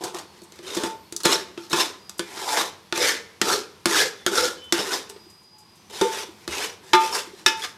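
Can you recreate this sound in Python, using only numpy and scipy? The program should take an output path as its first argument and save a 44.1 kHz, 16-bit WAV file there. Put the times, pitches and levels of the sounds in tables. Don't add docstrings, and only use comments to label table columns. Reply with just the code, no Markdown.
import sys
import numpy as np
from scipy import signal
from scipy.io import wavfile
from scipy.ndimage import uniform_filter1d

SR = 44100
rng = np.random.default_rng(int(sys.argv[2]) if len(sys.argv) > 2 else 0)


def natural_amplitude(level_db):
    exponent = np.asarray(level_db, float) / 20
    return 10 ** exponent


def master_out(mix):
    frames = np.transpose(np.atleast_2d(mix))
    ceiling = np.clip(frames, -1, 1)
    pcm = np.round(ceiling * 32767).astype(np.int16)
    wavfile.write(sys.argv[1], SR, pcm)


N = 342657

# (pitch [Hz], level [dB], time to fade by 60 dB [s])
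BELLY = [(197.2, -11, 0.18), (345, 6.5, 0.14), (377, -1, 0.055), (413, -16.5, 0.42), (503, -16.5, 0.22)]
# (pitch [Hz], level [dB], time to fade by 60 dB [s])
WALL = [(889, 0, .5), (967, -7, .12), (1015, -12, .2)]
# (pitch [Hz], level [dB], time to fade by 60 dB [s])
RIM = [(1211, -4, .35), (1380, -5, .25), (1433, -5, .22), (1727, -4, .2), (1845, -7, .18), (2101, -12, .28),
       (2236, -12, .25), (2401, -13, .35), (2575, -7, .2), (2912, -12, .2), (3129, -12, .22),
       (3430, -7, .27), (3571, -7, .25), (3741, -10, .28), (4041, -14, .2), (4883, -14, .2),
       (5301, -13, .2), (5916, -17, .22)]
# (pitch [Hz], level [dB])
GRIT = [(35, -64), (60, -32), (252, -6), (412, -2.5), (691, -13), (1400, -10.5), (2800, -14.5),
        (3650, -11.5), (4400, -13.5), (5300, -11), (12200, -22.5), (15400, -37), (16500, -126)]


def evened(x):
    return x / np.sqrt(np.mean(x ** 2, -1, keepdims=True) + 1e-20)


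def peaked(x):
    return x / np.sqrt(uniform_filter1d(x ** 2, 176).max())


def read(points, hz):
    f, value = np.transpose(points)
    return np.interp(np.log(hz + 1), np.log(f + 1), value)


def add(mix, s, sound):
    part = mix[round(s * SR):][:len(sound)]
    part += sound[:len(part)]


def coloured(x, points):
    half = np.log(natural_amplitude(read(points, np.fft.rfftfreq(2048, 1 / SR))) + 1e-5)
    full = np.r_[half, half[-2:0:-1]]
    taps = np.fft.ifft(np.exp(np.conj(signal.hilbert(full)))).real
    return signal.oaconvolve(x, taps[:1024])[:len(x)]


def bands(x):
    splits_hz = [165, 650, 1170, 6500, 16000]
    parts = []
    for edges in zip(splits_hz, splits_hz[1:]):
        parts.append(signal.sosfilt(signal.butter(3, edges, "band", fs=SR, output="sos"), x))
    return np.array(parts)


def ring(modes, t, spread_db, speed=1.0):
    hz, db, t60 = np.transpose(modes)[:, :, None]
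    luck, turn = rng.standard_normal((2, len(modes), 1))
    fade = natural_amplitude(db + spread_db * luck - 60 * speed * t / t60)
    return (fade * np.sin(2 * np.pi * hz * t + turn)).sum(0)


def drift(rate_hz, count):
    steps = rng.standard_normal((count, 2000))
    lowpass = signal.butter(1, np.clip(rate_hz, .5, 100), fs=2000 * SR / N, output="sos")
    smooth = evened(signal.sosfiltfilt(lowpass, steps))
    return np.array([np.interp(np.linspace(0, 1999, N), np.arange(2000), row) for row in smooth])


def resonate(x, hz, width):
    turn, r = np.exp(2j * np.pi * np.cumsum(hz) / SR), np.exp(-np.pi * width / SR)
    return 2 * (turn * signal.lfilter([1 - r], [1, -r], x / turn)).real


def patchy(x, depth_db):
    hz, t, z = signal.stft(x, SR, nperseg=512, noverlap=384)
    patches = rng.standard_normal(z.T.shape).T
    patches = uniform_filter1d(uniform_filter1d(patches, size=4, axis=0), size=14, axis=1)
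    depth_db = depth_db / (1 + hz[:, None] / 8000)
    return signal.istft(z * natural_amplitude(depth_db * patches / patches.std()), nperseg=512, noverlap=384)[1][:len(x)]


def air():
    # (pitch [Hz], level [dB])
    air_colour = [(30, -26), (55, -22), (80, 2.5), (130, -5.5), (205, 2), (270, -9.5), (350, -3),
                  (550, -13.5), (1000, -6), (1400, -14.5), (3500, -14.5), (5200, -15), (7000, -22),
                  (12300, -24.5), (16500, -45)]
    rest_db = -5 * np.exp(-((np.arange(N) / SR - 5.52) / 0.21) ** 2)
    return natural_amplitude(-53 + rest_db) * evened(coloured(rng.standard_normal(N), air_colour))


def strokes():
    # (touch [s], full pressure [s], lift [s], pressure [dB], pitch under the spoon [Hz])
    scrapes = [(.63, .704, 0.87, -37, 3700), (1.71, 1.8, 1.813, -23, 3750), (2.32, 2.38, 2.43, -36.5, 1970),
               (2.42, 2.5, 2.574, -29.5, 1300), (2.975, 3.03, 3.1, -21, 2010),
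               (3.425, 3.49, 3.539, -22.5, 1390), (3.87, 3.955, 4.02, -20, 1690),
               (4.315, 4.38, 4.395, -21, 1420), (4.735, 4.745, 4.81, -29, 3740),
               (5.9, 5.964, 6.05, -35.5, 3160), (6.06, 6.13, 6.21, -35, 2830),
               (6.485, 6.525, 6.65, -31, 2700), (6.99, 7.01, 7.08, -33.5, 2650),
               (7.11, 7.14, 7.185, -28, 5050)]
    # (touch [s], bite [s], pressure [dB], pitch under the spoon [Hz])
    skids = [(.01, 0.071, -38, 3330), (0.137, 0.17, -39, 3800), (0.282, 0.39, -57.5, 3000),
             (.5, 0.588, -50.5, 2050), (1.245, 1.25, -22, 3700), (1.268, 1.326, -19.5, 4150),
             (1.576, 1.64, -44, 1410), (2.2, 2.33, -44, 2300), (2.543, 2.61, -25, 3850),
             (2.94, 2.96, -28, 2430), (4.266, 4.28, -31, 1399), (4.395, 4.453, -23, 1480),
             (4.1, 4.215, -55, 2000), (4.83, 4.946, -26, 5030), (5.1, 5.15, -59, 4000),
             (6.3, 6.444, -54.5, 2366), (6.832, 6.9, -46, 1800), (6.935, 6.93, -25, 1750),
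             (7.286, 7.405, -48.5, 4000), (7.472, 7.48, -28, 3500), (7.57, 7.64, -32.5, 1940)]
    # (time [s], bare metal [0-1], milk heaped ahead [0-1], belly pitch with the milk pushed aside [Hz])
    place = [(0, 1, 1, 436), (.2, 0.94, 0.67, 367), (.7, 0.23, 0.66, 388), (.9, 1, 1, 407),
             (1.3, 0.44, .5, 377), (1.6, 0.03, 0.2, 375), (1.8, 0.5, 0.2, 379), (2.3, 0.47, 0.04, 364),
             (2.5, 0.97, 0.16, 448), (3.0, 0.16, 0.3, 467), (3.5, 0.31, 0.56, 398), (4.0, 0.22, 0.24, 417),
             (4.45, 0.34, 0.6, 490), (4.85, 0.36, 0.47, 410), (6.05, 0.52, 0.3, 413),
             (6.6, 0.48, 0.55, 433), (7.0, 0.6, 0.3, 399.9), (7.65, 0, 0, 450)]
    # (level [dB], gain on bare metal [dB], gain by heaped milk [dB])
    middle = (0, 0, 0)
    boom = (-14.5, 1.6, 13.2)
    wall_ring = (-15.5, 16.5, 0.61)
    fine = (-7.5, 3.85, -1.1)
    # (first touch [dB], fast fade [dB/s], after-sound [dB], slow fade [dB/s])
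    shapes = [(-0.2, 252, -26.5, 57), (7.5, 184, -22, 55), (4.5, 257, -30.5, 54), (2.5, 256, -37, 85)]
    touch_db, ease_in_s = -13, .014
    belly_rest_hz, push_s = 355, 0.077

    t = np.arange(0, N / SR + .002, .002)
    rows = scrapes + [(start, bite, bite, db, hz) for start, bite, db, hz in skids]
    touch, full, lift, press_db, spot_hz = np.transpose(rows)[:, :, None]
    short = np.clip((full - t) / np.maximum(full - touch, .005), 0, 1)
    rise_db = press_db + touch_db * short - 60 * np.maximum(touch - t, 0) / ease_in_s
    gone = np.maximum(t - lift, 0)
    s, bare, heap, open_hz = np.transpose(place)
    gains = []
    for level, shape in zip((middle, boom, wall_ring, fine), shapes):
        db, bare_db, heap_db = level
        first_db, fast, after_db, slow = shape
        fade = natural_amplitude(-fast * gone) + natural_amplitude(after_db - slow * gone)
        power = (natural_amplitude(rise_db + first_db * short) * fade) ** 2
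        place_gain = natural_amplitude(np.interp(t, s, db + bare_db * bare + heap_db * heap))
        gains.append(place_gain * np.sqrt(power.sum(0)))
    share = power / (power.sum(0) + 1e-30) + 1e-9
    share = share / share.sum(0)
    pushed = (share * np.clip((t - touch) / push_s, 0, 1)).sum(0)
    belly_hz = belly_rest_hz + (np.interp(t, s, open_hz) - belly_rest_hz) * pushed
    curves = (*gains, belly_hz, (share * spot_hz).sum(0))
    return [np.interp(np.arange(N) / SR, t, curve) for curve in curves]


def woken(slips, modes, weights):
    out = np.zeros(N)
    for (hz, db, t60), weight in zip(modes, weights):
        r = np.exp(-np.log(1000) / (.18 * t60 * SR))
        tone = signal.lfilter([1], [1, -2 * r * np.cos(2 * np.pi * hz / SR), r * r], slips)
        out += evened(tone) * weight
    return out


def drag():
    press, boom, ringing, grit, belly_hz, spot_hz = strokes()
    strength = natural_amplitude(3.47 * np.minimum(rng.exponential(1, N), 4.2))
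    slips = (rng.random(N) < 9000 / SR) * rng.choice([-1., 1.], N) * strength
    slips *= natural_amplitude(1.1 * drift(27, count=1)[0])
    low, wall, middle, treble = evened(bands(patchy(coloured(slips, GRIT), depth_db=3.5)))
    luck = natural_amplitude(3 * drift(12, count=len(RIM + BELLY + WALL)))

    near = [np.exp(-(np.log2(hz / spot_hz) / .33) ** 2) for hz, db, t60 in RIM]
    clear = np.minimum(1420 / spot_hz, 1)
    middle = evened(middle + .55 * clear * evened(woken(slips, RIM, near * luck[:len(RIM)])))
    hollow = resonate(resonate(middle, spot_hz, 420), spot_hz, 420)
    middle = evened(middle + 0.2 * clear * evened(hollow))

    wall = evened(wall + 0.86 * evened(bands(woken(slips, WALL, luck[-len(WALL):]))[1]))
    low = low + .5 * evened(bands(woken(slips, BELLY, luck[len(RIM):]))[0])
    milky = resonate(resonate(slips, belly_hz, 113), belly_hz, 110)
    low = evened(low + 1.1 * evened(milky))
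    return press * middle + boom * low + ringing * wall + grit * treble


def knock(s, blow_db, boom_db, wall_db, edge_db, t60, snap_db, rise, rim_db):
    # (pitch [Hz], level [dB])
    crack_colour = [(59, -52), (100, 4), (778, 1), (1510, -3), (2360, -10), (3700, -2.5), (4390, -4),
                    (5320, -11), (12200, -30.5), (16500, -46)]
    t, t60 = np.arange(SR // 3) / SR, np.clip(t60, .03, .5)
    snap, rattle = rng.standard_normal((2, len(t)))
    crack = natural_amplitude(snap_db - 60 * t / 0.013) * snap + natural_amplitude(-60 * t / t60) * rattle
    low, wall, middle, treble = bands(coloured(crack * (1 - np.exp(-t / rise)), crack_colour))
    body = peaked(.5 * wall + middle) + natural_amplitude(rim_db) * peaked(ring(RIM, t, 3, speed=.1 / t60))
    swell = 1 - np.exp(-t / 0.0013)
    boom = peaked(swell * ring(BELLY, t, 2.6) + 0.59 * peaked(low))
    thud = np.sin(2 * np.pi * 150 * t) * swell * natural_amplitude(-60 * t / 0.048)
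    muffled = natural_amplitude(-60 * np.maximum(t - .13, 0) / 0.13)
    wall_ringing = peaked(swell * muffled * ring(WALL, t, 1.5))
    parts = body + natural_amplitude(edge_db) * peaked(treble) + natural_amplitude(boom_db) * (boom + natural_amplitude(-14.0) * thud)
    return s, natural_amplitude(blow_db - 12.5) * (parts + natural_amplitude(wall_db) * wall_ringing)


def kitchen(x):
    # (pitch [Hz], time to fade by 60 dB [s])
    echo_times = [(200, 0.48), (1000, 0.48), (4000, 0.35), (14000, 0.25)]
    out, at = np.zeros(N), np.arange(200, SR // 2 - 20, 20)
    for k in range(4):
        taps = np.zeros(SR // 2)
        taps[at + rng.integers(0, 20, len(at))] = rng.choice([-1., 1.], len(at))
        hz, t, z = signal.stft(taps, SR, nperseg=256)
        tail = signal.istft(z * natural_amplitude(-60 * t / read(echo_times, hz)[:, None]), SR, nperseg=256)[1]
        share = np.maximum(np.cos(2 * np.pi * (np.arange(N) / SR / .23 + k / 4)), 0)
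        out += signal.fftconvolve(x * share, tail / np.linalg.norm(tail))[:N]
    return out


def squeal(start, end, hz, db, waver_hz):
    t = np.arange(round((end - start) * SR)) / SR
    a, b = rng.standard_normal((2, SR))
    fuzz = signal.lfilter([1], [1, -np.exp(-np.pi * waver_hz / SR)], a + 1j * b)[-len(t):]
    fuzz = 1.4 + fuzz / np.sqrt(np.mean(abs(fuzz) ** 2))
    tone = evened((fuzz * np.exp(2j * np.pi * hz * t)).real)
    return start, natural_amplitude(db) * tone * signal.windows.tukey(len(t), .6)


def jingle(s, db):
    # (pitch [Hz], level [dB], time to fade by 60 dB [s])
    bangle = [(7150, -19, 0.14), (8400, -1, 0.33), (8330, 34, 0.98), (10900, -29, 0.16), (11800, -22, 0.55)]
    t = np.arange(SR // 2) / SR
    burst = rng.standard_normal(len(t)) * (1 - np.exp(-t / .003)) * natural_amplitude(-60 * t / .08)
    tick = bands(coloured(burst, GRIT))[3]
    return s, natural_amplitude(db - 4) * (peaked(tick) + natural_amplitude(-19) * peaked(ring(bangle, t, 3, speed=1.3)))


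def snag(s, db, hz, t60, noise):
    t = np.arange(len(noise)) / SR
    shape = (1 - np.exp(-t / 0.00082)) * natural_amplitude(-60 * t / np.clip(t60, .02, .25))
    tone, width = np.full(len(t), float(hz)), min(300, .3 * hz)
    rasp = resonate(resonate(np.sign(noise), tone, width), tone, width)
    sung = shape * (np.sin(2 * np.pi * hz * t) + .6 * evened(rasp))
    grit = natural_amplitude(-9) * min(hz / 1500, 1) ** 2 * peaked(shape * noise)
    return s, natural_amplitude(db - 7.5) * (peaked(sung) + grit)


def plop(s, db, hz, length):
    u = np.arange(round(2 * length * SR)) / (length * SR)
    return s, natural_amplitude(db) * 4.1 * u * np.exp(-2.5 * u ** 1.7) * np.sin(2 * np.pi * hz * length * u)


def add_hard_blows(pot):
    # (time [s], level [dB])
    blow_times = [
        (6.9336, -17.5),
        (7.462, -16),
    ]
    # (pitch [Hz], level [dB], time to fade by 60 dB [s])
    low_blow = [(1211, 0.5, 0.46), (1360, -2, 0.35), (1696, -4, 0.22), (1814, -6, 0.19), (2126, -8, 0.095),
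                (2369, -6, 0.25), (2630, -10, 0.51), (2885, -7, 0.22), (3117, -19, 0.55), (4037, -7, 0.19),
                (5652, -15, 0.13)]
    # (pitch [Hz], level [dB], time to fade by 60 dB [s])
    high_blow = [(1215, -4, 0.088), (1727.2, -4, 0.14), (1841, -5, 0.13), (2422, -2, 0.084),
                 (2573, 0, 0.18), (2912, -5, 0.2), (3429, -6, 0.27), (3488, -8, 0.1), (4683, -19, 0.24),
                 (4860, -5, 0.15), (5916, -14, 0.29), (6406, -13, 0.15), (6799, -22, 0.37)]
    for (s, db), modes in zip(blow_times, (low_blow, high_blow)):
        add(pot, s, natural_amplitude(db) * peaked(ring(modes, np.arange(SR // 2) / SR, 0)))


def scene():
    # (time [s], blow [dB], belly boom [dB], wall ring [dB], edge sharpness [dB])
    landings = [(0.1456, -22, 2, -25, 0.5), (0.4183, -39.5, 9.5, -7, 5), (0.521, -34.5, -5, -26, 4),
                (0.5894, -29.5, 2, -23, -4), (1.1236, -24.5, 2, -18, 6.5), (1.1639, -30.5, -26, -34, 22),
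                (1.2337, -24, -4, -30, 10), (1.5758, -25, 9, -14, -11), (2.0944, -26, -13, -21, 8),
                (2.1934, -9.5, -2.5, -32, -0.5), (2.9245, -6.5, -7, -17, -9), (3.4148, -1.5, -6, -21, -2),
                (3.8566, -1.5, -5, -21.5, -1), (4.2636, -3, -6, -27, -0.5), (4.7238, -0.5, -7.5, -22, -1),
                (5.098, -25, -14, -18, 1), (6.4774, -14, -1.5, -17, -3), (2.9766, -13, -9, -22, 1),
                (0.558, -45, -20, -25, 9)]
    # (time [s], blow [dB], belly boom [dB], wall ring [dB], edge sharpness [dB])
    clangs = [
        (0.8352, -16.5, 8, -1.5, 2),
        (1.2531, -5, 1.5, -6.5, 1.5),
        (1.7301, -6.5, -3.5, -10, -3.5),
        (6.0123, -10, 3.5, 0, -0.5),
        (6.933, 0.5, -14, 0, -13),
        (7.4617, -2.5, -13, -11.5, -0.5),
    ]
    # (time [s], blow [dB], belly boom [dB], wall ring [dB], edge sharpness [dB])
    catches = [(0.0367, -22.5, 6, -5.5, 5.5), (0.184, -26, -11, -26, 1.5), (0.7466, -21.5, -21, -24, 4),
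               (0.7674, -17, 9.5, -10, -2.5), (1.202, -26.5, -8, -14, 3), (1.697, -36, -6, -17, 9),
               (2.3714, -24.5, -3, -13, -16), (2.4856, -15, -28, -3, -20), (2.5692, -12, -19, -21, -19),
               (2.6096, -14, -6.5, -18, -4), (3.4993, -25, 8, -27, -15), (4.7893, -17.5, 3.5, -21, -25),
               (5.1605, -37, -5, -14, -21), (7.1461, -21.5, -31, -9, 5), (7.6365, -17, -25, -21, -20),
               (7.644, -17, -24, -34, -20), (1.806, -26, -23, -13, 10)]
    # (time [s], level [dB], belly pitch
    # [Hz], length [s])
    plops = [(5.092, -42, 419, 0.031), (5.122, -38, 420, 0.014), (5.161, -35.5, 410, 0.011),
             (5.263, -43, 350, 0.017), (6.287, -36, 336, 0.015), (7.272, -35.5, 345, 0.012),
             (7.333, -35.5, 379.9, 0.013), (7.41, -49, 330, 0.03), (4.799, -34, 386, 0.019),
             (4.871, -32, 390, .025), (6.016, -16, 393, 0.04), (6.044, -20, 480, 0.032),
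             (6.013, -20, 520, 0.0091), (4.728, -25, 240, 0.011), (6.019, -20.5, 431, 0.027),
             (6.931, -14.5, 361, 0.046)]
    # (time [s], level [dB])
    jingles = [
        (0.4324, -47),
        (2.179, -37),
        (4.6385, -50),
        (5.0924, -39),
        (5.2979, -48.5),
        (5.4294, -57),
        (5.5821, -49.5),
        (5.5994, -54),
        (5.7545, -54),
    ]
    # (start [s], end [s], pitch [Hz], level [dB], waver [Hz])
    squeals = [(.05, .6, 4400, -64, 30), (.92, 1.12, 12100, -68, 60), (1.02, 1.12, 4400, -64, 30),
               (6.25, 6.48, 12000, -72, 60), (1.92, 2.32, 4900, -59, 15), (4.05, 4.3, 3478, -58, 15),
               (4.47, 4.8, 3478, -56, 35), (4.52, 4.86, 3042, -48, 14), (4.95, 5.92, 4915, -56, 45),
               (5.75, 5.93, 6050, -65, 60), (5.3, 5.5, 9050, -72, 40), (5.1, 5.5, 12200, -74, 60),
               (5.4, 5.85, 1110, -71, 8), (5.52, 5.66, 856, -58, 15)]
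    # (time [s], level [dB], pitch [Hz], time
    # to fade by 60 dB [s])
    singing_patches = [(.668, -31, 3700, .06), (.705, -28, 3700, .1), (.7302, -30, 3640, .05), (.82, -28, 1430, .05),
                       (1.2396, -19, 4240, .06), (1.265, -13, 4080, .04), (1.315, -17, 3820, .08),
                       (1.3267, -11, 5350, 0.044), (1.342, -14, 5400, .05), (1.354, -19, 3990, .05),
                       (1.7065, -29, 3680, .05), (1.717, -23, 4090, .05), (1.8043, -18, 4180, 0.055),
                       (3.0041, -17, 5100, .06), (3.005, -18, 3650, .12), (3.04, -15, 2240, .07),
                       (3.0876, -13.5, 1790, .1), (3.1, -22, 5200, .05), (3.47, -23, 1390, .06),
                       (3.9105, -18, 1950, .07), (3.945, -17, 1600, 0.062), (3.956, -14, 1390, 0.066),
                       (3.97, -16, 1994, .08), (3.997, -15, 3370, .08), (4.3326, -22, 1450, .06),
                       (4.3535, -25, 1460, 0.089), (4.371, -13, 1358, 0.099), (4.7915, -20, 5310, .06),
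                       (4.9067, -24, 1481, .06), (4.9327, -18, 5100, .06), (6.5256, -25, 2100, 0.064),
                       (6.6273, -27, 2520, .05), (6.6393, -24, 2990, .06), (6.6957, -33, 5800, .04),
                       (7.1262, -20, 5250, .06), (7.127, -20, 967, .08), (7.1462, -19, 4760, .1),
                       (7.175, -24, 2700, 0.065), (7.6196, -25, 3400, 0.091), (7.481, -15, 5200, .04),
                       (1.2528, -12, 5250, .04), (1.29, -15, 1080, .09), (1.329, -18, 7650, .05),
             (1.331, -18, 3620, .06), (1.333, -21, 1080, 0.064), (1.5755, -37, 1360, 0.18),
             (1.5757, -38, 2630, .08), (1.5757, -39, 3230, .12), (1.731, -15, 1030, 0.043),
             (1.731, -16, 5340, .04), (1.778, -20, 1034, .08), (1.803, -15, 5300, .06),
             (1.796, -19, 2750, 0.14), (1.806, -17.5, 1018, .08), (2.1935, -23, 1000, .06),
             (2.1942, -27.5, 1513, 0.11), (2.1937, -28, 3240, 0.086), (2.478, -18, 860, 0.088),
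             (2.595, -19, 3700, .07), (2.9245, -19, 1400, .04), (3.045, -15, 506, 0.11),
             (3.0, -17, 498, 0.12), (3.415, -17, 5170, 0.027), (3.415, -18, 1900, .05),
             (3.499, -13, 1323, .07), (3.974, -19, 4650, .05), (3.977, -20, 3450, .05),
             (3.988, -16, 2950, .05), (4.002, -19, 4220, .05), (4.025, -20, 2070, .08),
             (4.05, -22, 498, 0.12), (4.264, -14, 336, .04), (4.264, -16, 3250, .04),
             (4.2723, -16, 1460, .04), (4.354, -17, 5740, .04), (4.378, -16, 5430, .05),
             (4.382, -14, 3900, .04), (4.428, -17, 500, 0.11), (4.435, -19, 5300, .05),
             (4.7242, -13.5, 5430, .06), (4.729, -18, 3560, .09), (6.0135, -18, 3630, 0.043),
             (6.9335, -14, 2200, .04), (6.95, -12, 1710, .07), (7.4618, -6, 3640, 0.044),
             (7.4615, -7.5, 5510, 0.037), (7.476, -15, 1681, .07), (7.466, -18, 350, .15),
             (6.48, -33, 75, 0.17)]

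    hits, far = np.zeros((2, N))
    for row in landings:
        add(hits, *knock(*row, t60=0.088, snap_db=16.0, rise=0.00031, rim_db=-12.5))
    for row in clangs:
        add(hits, *knock(*row, t60=0.072, snap_db=7.5, rise=0.00043, rim_db=-2.0))
    for row in plops:
        add(hits, *plop(*row))
    for row in jingles:
        add(hits, *jingle(*row))
    for row in catches:
        add(hits, *knock(*row, t60=0.067, snap_db=0, rise=.002, rim_db=-12))
    for row in squeals:
        add(far, *squeal(*row))
    pot = hits + drag()
    add_hard_blows(pot)
    grit = bands(coloured(rng.standard_normal(100 * 6000), GRIT))[2:].sum(0).reshape(100, 6000)
    for row, noise in zip(singing_patches, grit):
        add(pot, *snag(*row, noise))
    return (pot + natural_amplitude(-12.5) * kitchen(pot) + air() + far)[None]


def roll_off(x):
    return signal.sosfilt(signal.butter(12, 16820, fs=SR, output="sos"), x)


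def record(dry):
    x = signal.sosfilt(signal.butter(3, 52, "high", fs=SR, output="sos"), dry)
    rumble_band = signal.butter(2, [15, 50], "band", fs=SR, output="sos")
    x = x + natural_amplitude(-85) * evened(signal.sosfilt(rumble_band, rng.standard_normal(x.shape)))
    ceiling = .7 + .27 * np.tanh((abs(x) - .7) / .27)
    x = np.where(abs(x) > .7, np.sign(x) * ceiling, x)
    treble_limit = signal.firwin(255, 16450, window=("kaiser", 9), fs=SR)
    x = signal.oaconvolve(x, treble_limit[None], "same")
    return roll_off(x)


dry = scene()
out = record(dry)
master_out(out)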